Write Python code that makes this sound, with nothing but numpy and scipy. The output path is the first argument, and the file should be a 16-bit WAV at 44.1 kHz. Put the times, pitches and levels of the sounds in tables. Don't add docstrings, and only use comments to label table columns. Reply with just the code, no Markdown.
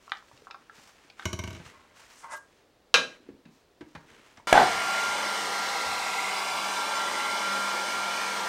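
import sys
import numpy as np
from scipy import signal
from scipy.fft import rfft, irfft
from scipy.io import wavfile
from scipy.ndimage import uniform_filter1d

SR = 44100
rng = np.random.default_rng(int(sys.argv[2]) if len(sys.argv) > 2 else 0)


def transcribe(u):
    v = np.clip(np.atleast_2d(u).T, -1, 1)
    q = np.round(v * 32767).astype(np.int16)
    wavfile.write(sys.argv[1], SR, q)


def volts_from_db(level):
    exponent = np.asarray(level, float) / 20
    return 10 ** exponent


N = 373968
T = np.arange(N) / SR
CUT_S, KNOCK_S = 4.4712, 4.5272

# start_s, length_s, level_db, brightness_db per band, low_grains_db
RUSTLE = [(-.05, 0.23, -61, 4, -1), (0.21, 0.24, -62, 2.5, 5), (.5, 0.28, -64.5, -4, 2),
          (0.697, 0.19, -56.5, 5, -9), (0.9, 0.22, -61, -4, 1), (1.154, 0.13, -53, 1, 3),
          (1.36, 0.32, -53, -3, 6), (1.64, 0.041, -57, 1, 2), (1.72, 0.24, -69, -6, -8),
          (1.931, 0.12, -54.5, 2.5, -6), (2.04, 0.19, -56.5, 4.5, -6), (2.304, 0.046, -54, 4, 0),
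          (2.358, .016, -65, 16, -14), (2.42, 0.18, -66.5, -0.5, 6), (3.2, 0.094, -68, -17, 17),
          (3.075, 0.085, -57, -12, 3), (3.481, 0.11, -66.5, 6, -4), (3.82, 0.21, -67.5, 4, -4),
          (4.035, 0.17, -57, -6, 5.5), (4.2, 0.18, -61, -1, 1)]
CLOTH_DB = [-12.5, -1, -7.5, -26]
# pitch_hz, density_db per Hz
SHOP = [(15, -26), (25, 0.5), (166, -6.5), (476, -1.5), (887, -9.5), (1290, -12.5), (3250, -18),
        (4140, -18), (14800, -36), (16000, -25)]
# start_s, peak_db, ring_hz, upper_ring_hz, upper_ring_db
TICKS = [(0.078, -36.5, 1090, 2050, -22), (0.095, -40, 1080, 2900, -3), (0.119, -18, 1240, 2030, -5),
         (0.1189, -21.5, 1950, 2700, -27), (0.169, -41, 1750, 2830, 0), (0.224, -45, 1060, 2850, -17),
         (.283, -58, 1300, 2200, 0), (0.313, -42.5, 912, 3020, -23), (0.374, -56.5, 501, 2640, 7),
         (0.419, -44, 458, 2610, -13), (0.469, -33, 1120, 2050, -30), (0.473, -37, 1180, 2050, -30),
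         (.501, -40, 910, 2050, -16), (0.509, -32.5, 1330, 2500, 1.5), (0.544, -31, 1110, 2300, -15),
         (.548, -37, 1220, 2300, -25), (0.696, -33, 1350, 2310, -20), (1.099, -48, 670, 2430, 7.5),
         (1.195, -28.5, 1250, 2000, -8), (1.222, -36, 1400, 2050, -6), (1.229, -36, 1270, 2050, -20),
         (2.243, -31.5, 1100, 2000, -20), (3.453, -49, 1690, 2650, -10), (3.813, -45, 1310, 2400, -7),
         (3.955, -43, 1600, 2300, -14), (3.961, -42, 1430, 2300, -20), (4.033, -53, 1400, 2300, -10),
         (4.372, -42, 1650, 3560, -2.5), (4.398, -42, 905, 2360, -20)]
# start_s,
# peak_db, thump_hz, edge_db, deep_thud_db
BUMPS = [(0.329, -57, 207, -11, 6), (0.779, -52.5, 213, 5, -13), (1.046, -56, 336, -5, -21),
         (1.598, -44.5, 185, 1, 1), (1.66, -47, 90, -4, 0), (1.77, -60, 85, -6, 0),
         (3.2, -54, 340, -12, -20), (3.262, -50, 340, -10, -22), (3.287, -37, 326, -15, -26),
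         (3.301, -41, 310, -20, -15), (3.329, -46.5, 252, -22, -5), (3.457, -41, 235, -16.5, -30),
         (3.487, -46, 230, -21, -27), (3.807, -39.5, 333, -1.5, -8), (3.813, -42, 353, -5, -5),
         (3.949, -35, 200, -0.5, -10), (3.956, -33.5, 175, -8.5, -7), (4.039, -55, 328, 1, -2),
         (4.111, -51, 336, -3, -5), (4.375, -55.5, 252, 10, 0)]
# start_s, peak_db
CABLE = [
    (4.751, -52.5),
    (5.078, -57),
    (5.859, -51.5),
]
# pitch_hz, level_db, t60_s
ROLLER = [(84, -2, 0.13), (182, -3, 0.12), (350, -7.5, 0.1), (606, -7.5, 0.05), (963, -13, 0.059),
          (1120, -10.5, 0.034), (1530, -11, 0.031), (2210, -11.5, 0.052), (2940, -7, 0.033),
          (3880, -20, 0.044), (4850, -26, 0.018), (5780, -16.5, 0.071), (6300, -19, 0.05),
          (7120, -18.5, 0.03)]
# start_s, length_s, grind_db, hiss_db
DRAG = [
    (1.7, 0.043, -53, -85),
    (1.75, .05, -56, -85),
    (1.8, 0.053, -59, -85),
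    (1.872, .04, -57, -87),
    (1.94, 0.063, -63, -64),
    (2.046, 0.16, -81, -57.5),
    (2.221, 0.018, -41, -65),
    (2.242, 0.012, -44, -73),
    (2.265, 0.02, -46, -77),
    (2.283, 0.048, -34, -47),
]
# start_s, peak_db
LID_TAPS = [
    (2.3317, -23.5),
    (2.3366, -27),
    (2.3489, -28),
    (2.368, -43),
]
# pitch_hz, level_db, t60_s
RIM = [(602, -10, .15), (910, -11, 0.14), (1276, 1, .06), (1502, -14, .2), (1620, -3.5, .22),
       (2014, -9, .09), (2870, -20, .15), (3750, -14, .04)]
# start_s, peak_db
LID_BLOWS = [
    (2.9413, -5),
    (3.4535, -54),
]
# pitch_hz, level_db, t60_s
LID = [(484, -7.5, .36), (985, -12.5, .2), (1140, -8, 0.15), (1279, -4.5, 0.22), (1378, -10, .25),
       (1617, -1, 0.35), (1965, -13, .19), (2400, -4.5, 0.28), (2570, 0, .28), (2939, -9.5, .22),
       (3054, -7, .33), (3155, -11, 0.13), (3759, -2, 0.27), (3994, -4, 0.32), (4476, -16, 0.19),
       (5152, -12.5, .2), (6000, -13, 0.26), (6476, -15, 0.24), (6670, -12.5, .22), (7806, -26, 0.15)]
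# start_s, pitch_hz, level_db
DRYER = [(4.48, 1387, -32), (4.72, 1390, -34), (5.04, 1396, -30), (5.17, 1389, -34), (5.3, 1388, -32),
         (5.37, 1383, -37), (5.56, 1382, -35), (5.8, 1379, -37), (6.3, 1376, -38), (6.7, 1374, -36),
         (6.8, 1373, -32), (7.02, 1374, -31), (7.3, 1378, -32.5), (7.6, 1384, -30.5), (7.88, 1385, -36),
         (7.98, 1385, -32.5), (8.48, 1379, -36)]
# start_s, level_db, width_s
NULLS = [(4.74, -2, 0.017), (5.17, -3, .035), (5.75, -5, 0.016), (6.03, -3, 0.043), (6.3, -8, .015),
         (6.742, -13, .015), (6.89, -8, 0.04), (7.11, -19, 0.018), (7.145, -8, .018), (7.2, -2, 0.01),
         (7.4, -13, 0.023)]
# multiple of shaft rate, level_db against the blade tone, smear_rad, flutter_db
WHINE = [(1, -19.5, 0.39, 3.5), (5, -7, 0.84, -0.5), (8, -10.5, 0.69, 1), (11, -14, 1.2, 1.5),
         (14, -17.5, 0.44, 2.5), (21, -21, 1.2, 2.5), (28, -25, .9, 4.5)]
# pitch_hz, density_db per Hz
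AIR = [(35, -58), (60, -33), (140, -23.5), (250, -15), (520, -8), (800, -4.5), (1250, -4.5), (2000, -7),
       (3200, -13.5), (6500, -18.5), (8800, -26), (10000, -29.5), (13500, -29.5), (16000, -41)]
# pitch_hz, width_hz, level_db
BARREL = [(780, 72, 5.5), (895, 60, 4.5), (1100, 110, 2), (1330, 60, -1.5), (1510, 99, -2.5),
          (2970, 97, 4.5), (3464, 180, 4.5), (4060, 270, 6.5), (4830, 220, 4.5), (5690, 1000, 4),
          (8640, 1850, 8.5)]
# start_s, pitch_hz, level_db against the air,
# share cancelled just below
GAP = [(4.47, 2256, -5.5, 0.18), (5.0, 2132, -1, 0.14), (5.5, 2034, -4, 0.37), (6.0, 2038, 0, 0.62),
       (6.3, 2104, 1, .7), (6.6, 2242, -4, 0.63), (6.9, 2300, -7, 0.41), (7.05, 1956, -5, .1),
       (7.25, 2090, 3, 0.65), (7.5, 2268, -2.5, 0.38), (8.0, 2263, -2, 0.5), (8.2, 2360, 1.5, 0.36),
       (8.48, 2154, -5, 0.16)]
# pitch_hz, level_db, t60_s
BLOW = [(700, 9, 0.019), (1660, -4.5, 0.068), (1250, -6, 0.02), (1990, -6, 0.036), (2270, -2.5, 0.018),
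        (3380, -10.5, 0.035), (4330, -16, .012), (252, -16, 0.017), (56.3, -29, 0.5), (30, -23, 0.27)]
# start_s, peak_db
SLAPS = [(4.538, -10), (4.5525, -5), (4.566, -11), (4.5752, 2.5), (4.584, -7), (4.597, -13), (4.606, -11),
         (4.6155, -6), (4.626, -14), (4.644, -20), (4.653, -21), (4.669, -21), (4.681, -18)]
# pitch_hz, density_db per Hz
KNOCK_BODY = [(24, -59), (40, -27), (184, -14.5), (264, -16), (490, -7.5), (579, -12), (701, -4), (829, -3),
              (1030, -9), (1430, -12), (2260, -19), (3470, -22.5), (12000, -44), (15600, -76),
              (22000, -120)]
# pitch_hz, level_db, t60_s
CAVITY = [(728, 3, 0.1), (743, -1, 0.15), (835, -6, 0.24), (570, -23, 0.104)]
# start_s, pitch_hz
SPLITS = [(4.5, 4800), (4.54, 7000), (5.27, 5000), (5.27, 12000), (6.39, 5000), (6.39, 8800), (6.62, 13800),
          (6.78, 7200), (6.97, 6300), (6.97, 12500), (7.53, 5500), (7.9, 4700), (7.9, 10000), (7.9, 15000)]


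def unit(x):
    return x / np.sqrt(np.mean(x ** 2))


def colour(x, points):
    hz, db = np.transpose(points)
    f = np.log(np.fft.rfftfreq(len(x), 1 / SR) + 1)
    return irfft(rfft(x) * volts_from_db(np.interp(f, np.log(hz), db)), len(x))


def band(x, lo_hz, hi_hz):
    return signal.sosfilt(signal.butter(2, [lo_hz, min(hi_hz, 20000)], "band", fs=SR, output="sos"), x)


def walk(rate):
    k = int(SR / rate)
    steps = np.repeat(rng.standard_normal(N // k + 1), k)
    return 1.256 * uniform_filter1d(uniform_filter1d(steps, k), k)[:N]


def curves(table, silent=-120):
    s, *columns = np.transpose(table)
    return [np.interp(T, s, c, silent, silent) for c in columns]


def ring(modes, scatter_db=0.):
    hz, db, t60 = np.array(modes, float).T[:, :, None]
    t = T[:min(int(1.5 * t60.max() * SR) + 999, SR // 2)]
    db = db + scatter_db * rng.standard_normal(db.shape)
    sign = (-1.) ** np.arange(len(db))[:, None]
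    decay = volts_from_db(db - 60 * t / np.maximum(t60, .005))
    y = np.sum(sign * decay * np.sin(2 * np.pi * hz * t), axis=0)
    return np.r_[y, np.zeros(SR // 2 - len(y))] / np.abs(y).max()


def crack(lo_hz, hi_hz, t60):
    y = np.zeros(SR // 2)
    n = min(int(1.5 * t60 * SR) + 999, len(y))
    y[:n] = unit(band(rng.standard_normal(n), lo_hz, hi_hz)) * volts_from_db(-60 * T[:n] / t60)
    return y


def rattle(modes, spread=.05):
    y = sum(volts_from_db(db) * crack(hz / (1 + spread), hz * (1 + spread), t60) for hz, db, t60 in modes)
    return y / np.abs(y).max()


def soften(sound, contact_s):
    return sound * np.minimum(T[:len(sound)] / contact_s, 1) ** 2


def swell(start, length, rise, t60):
    up = np.clip((T - start) / rise, 0, 1) ** 2
    return up * volts_from_db(-60 * np.clip((T - start - length) / t60, 0, 3))


def add(out, s, sound):
    i = int(s * SR)
    out[i:i + len(sound)] += sound[:N - i]


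def room(x, t60=0.31, wet_db=-9):
    tail = crack(150, 1800, t60) + volts_from_db(-1) * crack(2000, 4500, .9 * t60) + volts_from_db(4.0) * crack(4500, 12000, t60)
    tail = np.r_[np.zeros(int(.004 * SR)), tail]
    return x + volts_from_db(wet_db) * signal.fftconvolve(x, tail / np.linalg.norm(tail))[:N]


def rustle():
    grains = rng.standard_normal(N) * volts_from_db(.6 * walk(40) + 1.8 * walk(400))
    edges_hz = [(200, 510), (700, 3090), (2200, 7100), (6000, 14500)]
    moves = np.array([swell(s, length, 0.32 * length, 2.5 * length) for s, length, *_ in RUSTLE])
    db, bright_db, low_db = np.transpose(RUSTLE)[2:]
    cloth = np.zeros(N)
    for k, (lo_hz, hi_hz) in enumerate(edges_hz):
        tilt_db = (k - 1) * bright_db if k else low_db
        cloth += volts_from_db(db + CLOTH_DB[k] + tilt_db) @ moves * unit(band(grains, lo_hz, hi_hz))
    return cloth + volts_from_db(-63.5) * unit(colour(rng.standard_normal(N), SHOP))


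def ticks():
    out = np.zeros(N)
    for s, db, hz, high_hz, high_db in TICKS:
        t60 = 0.026 * (1 - 0.038 * max(db + 25.0, 0))
        low = ring([(hz, 0, t60), (hz * 1.226, -4, t60), (hz * 1.44, -4, 0.3 * t60),
                    (hz * 0.654, -9, t60)], scatter_db=-2.0)
        high = rattle([(high_hz, 0, t60), (high_hz * 1.53, -3, t60), (high_hz * 1.93, -4, t60),
                       (high_hz * 2.5, -14, .6 * t60)], spread=0.09)
        high = high + volts_from_db(-8) * crack(840, 2800, 0.44 * t60)
        contact_s = min(0.00064 * volts_from_db(-db - 23.5), .0015)
        add(out, s, volts_from_db(db) * soften(low + volts_from_db(high_db + 2.0) * high, contact_s))
    return out


def bumps():
    out = np.zeros(N)
    t60 = 0.065
    for s, db, hz, edge_db, deep_db in BUMPS:
        thud = crack(0.66 * hz, 1.07 * hz, t60) + volts_from_db(-1.0) * ring([(hz, 0, t60)])
        thud = thud + volts_from_db(deep_db) * crack(53, 156, 1.9 * t60)
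        edge = crack(280, 1800, 0.065) + volts_from_db(-12) * crack(2000, 5800, .04)
        add(out, s, volts_from_db(db - 1.0) * soften(thud + volts_from_db(edge_db) * edge, 0.0029))
    for s, db in CABLE:
        add(out, s, volts_from_db(db) * crack(40, 117, 0.75))
    return out


def roller():
    drop_s, flight_s, rebound = 1.2541, .0755, .795
    drum_loss_db, clack_loss_db = -6.5, -8.5
    out = np.zeros(N)
    shrink = rebound ** np.arange(9)
    landings_s = drop_s + flight_s * (np.cumsum(shrink) - shrink)
    boom = soften(ring([ROLLER[0], (108, 0, .09)]), 0.0067)
    knocks = ring(ROLLER[1:4]) + volts_from_db(-8) * rattle(ROLLER[1:4], spread=0.12)
    drum = volts_from_db(-0.5) * soften(knocks, 0.0023) - volts_from_db(-3.0) * boom
    for s, halved in zip(landings_s, -np.log2(shrink)):
        clack = rattle(ROLLER[4:], spread=0.055) + volts_from_db(-5.5) * ring(ROLLER[4:], scatter_db=6.0)
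        clack = clack + volts_from_db(-10.5) * crack(530, 6500, 0.039) + volts_from_db(-18) * crack(10600, 15000, 0.011)
        landing = volts_from_db(drum_loss_db * halved) * drum + volts_from_db(1.0 + clack_loss_db * halved) * clack
        add(out, s, volts_from_db(-22.5) * soften(landing, 0.00052))
    return out


def lid():
    rings, clatter = np.zeros(N), np.zeros(N)

    rim = [(hz, db, min(t60, .3)) for hz, db, t60 in RIM]
    pulls = np.array([swell(s, length, length, 0.13) for s, length, *_ in DRAG])
    grind, rub = volts_from_db(np.transpose(DRAG)[2:]) @ pulls
    grit = rng.standard_normal(N) * volts_from_db(1.9 * walk(150))
    held = ring(rim[:2] + [(1090, -6, 0.097), (1290, -14, .04)] + rim[5:6])
    rings += volts_from_db(-24.5) * signal.fftconvolve(grit * grind, held)[:N]
    hiss = unit(band(band(grit, 5500, 9800), 5000, 10000))
    scrape = grind * volts_from_db(-6.0) * unit(band(grit, 880, 1540)) + rub * hiss

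    for s, db in LID_TAPS:
        add(rings, s, volts_from_db(db - 7.5) * soften(ring(rim), 0.0014))

    sheet = [(hz, db, min(t60, .4)) for hz, db, t60 in LID]
    loose = [(hz, db, 0.26 * t60) for hz, db, t60 in sheet]
    fine_hz = 900 + np.cumsum(rng.uniform(30, 170, size=80))
    fine = [(hz, -.0018 * hz, .24 - .000012 * hz) for hz in fine_hz]
    for s, db in LID_BLOWS:
        can = volts_from_db(-24) * crack(420, 620, 0.31) + volts_from_db(-31) * crack(130, 410, 0.39)
        can = can + volts_from_db(-5.5) * crack(760, 4800, 0.017) + volts_from_db(-16.5) * crack(780, 4200, 0.15)
        can = can + volts_from_db(-24.5) * crack(4600, 6500, 0.21)
        can = can + ring([(1250, 2.5, 0.022), (2700, 2.5, .045), (3100, -2, 0.027),
                          (3800, -7.0, .015), (5070, -5, .015)])
        clang = volts_from_db(-6.5) * soften(ring(sheet), .006) + volts_from_db(-12.5) * rattle(sheet, spread=.008)
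        clang = clang + volts_from_db(-11.5) * soften(ring(fine, scatter_db=7.5), 0.0018)
        add(rings, s, volts_from_db(db) * clang)
        add(clatter, s, volts_from_db(db - 0.5) * (rattle(loose, spread=0.083) + can))
    return rings + room(clatter + scrape)


def resonate(x, peaks):
    f = np.fft.rfftfreq(len(x), 1 / SR)
    lift_db = sum(db / (1 + (2 * (f - hz) / width) ** 2) for hz, width, db in peaks)
    return irfft(rfft(x) * volts_from_db(lift_db), len(x))


def standing(x, t60=0.19, share=0.21, lo_hz=130, hi_hz=3500):
    lean = np.pi / 2 * np.cumsum(np.abs(walk(1.489))) / SR * 2.6
    tails = [crack(lo_hz, hi_hz, t60) for _ in range(2)]
    first, second = (signal.oaconvolve(x, tail / np.linalg.norm(tail))[:N] for tail in tails)
    return x + share * (np.cos(lean) * first + np.sin(lean) * second)


def dip(x, hz, share):
    spin = np.exp(2j * np.pi * np.cumsum(hz) / SR)
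    k = int(SR / 126 / 3)
    inside = np.real(spin * uniform_filter1d(uniform_filter1d(x / spin, k), k))
    return x - np.clip(share, 0, 1) * 2 * inside


def dryer():
    blades = 7
    s, *columns = np.transpose(DRYER)
    blade_hz, blade_db = (np.interp(T, s, c) for c in columns)
    blade_db = blade_db + sum(db * np.exp(-((T - at_s) / width) ** 2) for at_s, db, width in NULLS)

    air_db = -37 + 2.5 * np.exp(-np.abs(T - KNOCK_S) / 2.1)
    sway = walk(1.05)
    air = np.zeros(N)
    for hz in 40 * 2 ** np.arange(0, 9, .5):
        flicker = volts_from_db(0.24 * sway + 0.54 * walk(15))
        air += band(rng.standard_normal(N), hz / 1.231, hz * 1.116) * flicker
    air = standing(resonate(colour(air, AIR), BARREL))
    air = standing(air, t60=0.039, share=0.21, lo_hz=2400, hi_hz=12200)

    gap_hz, gap_db, cancel = curves(GAP)
    air = dip(air, 0.886 * gap_hz, cancel)
    gap = np.cos(2 * np.pi * np.cumsum(gap_hz) / SR) * unit(band(rng.standard_normal(N), 8.2, 117))
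    air = air / np.std(band(air, 2710, 9000)) + volts_from_db(gap_db) * gap

    shaft_hz = uniform_filter1d(blade_hz, SR // 8) / blades * (1 + 0.0005 * walk(40))
    turn = 2 * np.pi * np.cumsum(shaft_hz) / SR
    blade = volts_from_db(blade_db + 2.0 + 1.0 * walk(14)) * np.sin(blades * turn)
    whine = np.zeros(N)
    for k, db, smear, flutter_db in WHINE:
        whine += volts_from_db(db + flutter_db * walk(9)) * np.sin(round(k) * turn + smear * walk(60))
    mains = volts_from_db(-70.5) * unit(band(rng.standard_normal(N), 92.0, 100.6))
    return volts_from_db(air_db) * air + blade + volts_from_db(-32.5) * whine + mains


def knock():
    out = np.zeros(N)
    add(out, KNOCK_S, 1.3 * ring(BLOW))
    add(out, KNOCK_S + .0012, volts_from_db(-8) * crack(1000, 5800, .011) + volts_from_db(-27) * crack(7500, 15000, .008))
    for s, db in SLAPS:
        slap = ring([(730, 0, 0.028), (842, 3, 0.033), (1540, -3.5, 0.035), (1940, -7, .025),
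                     (3460, -11.5, 0.018)], scatter_db=1.5)
        add(out, s, volts_from_db(db) * soften(slap, 0.0025))
    shaking = rng.standard_normal(N) * volts_from_db(0.54 * walk(70))
    cavity = unit(signal.fftconvolve(shaking, ring(CAVITY))[:N])
    hollow = unit(colour(shaking, KNOCK_BODY)) + volts_from_db(-3.0) * cavity
    dying = swell(KNOCK_S, 0.074, 0.015, 0.39)
    return out + volts_from_db(-18.5) * dying * hollow / np.std(band(hollow, 580, 1100))


def split(mono):
    half_s = .022
    side, n = np.zeros(N), int(2 * half_s * SR)
    for s, hz in SPLITS:
        i = int((s - half_s) * SR)
        loud = np.std(band(mono[i:i + n], hz / 1.1, hz * 1.1))
        shape = [(hz / 1.13, -60), (hz / 1.12, 0), (hz * 1.12, 0), (hz * 1.13, -60)]
        noise = unit(colour(rng.standard_normal(n), shape))
        add(side, s - half_s, volts_from_db(-1) * loud * np.hanning(n) * noise)
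    return np.array([side, -side])


def scene():
    before = T < CUT_S
    hits = bumps()
    table = rustle() + room(ticks(), t60=0.26, wet_db=-10.5) + room(roller() + hits * before) + lid()
    mono = np.where(before, table, dryer() + hits) + knock()
    return np.array([mono, mono])


def roll_off(x):
    return signal.sosfilt(signal.butter(12, 16820, fs=SR, output="sos"), x)


def record(dry):
    x = 0.94 * np.tanh(dry / 0.99) + volts_from_db(-83.5) * rng.standard_normal(dry.shape)
    x = x + split(x[0])
    x = signal.sosfilt(signal.butter(1, 30, "high", fs=SR, output="sos"), x)
    x = signal.sosfilt(signal.ellip(10, .2, 60, 15850, fs=SR, output="sos"), x)
    return roll_off(x)


dry = scene()
out = record(dry)
transcribe(out)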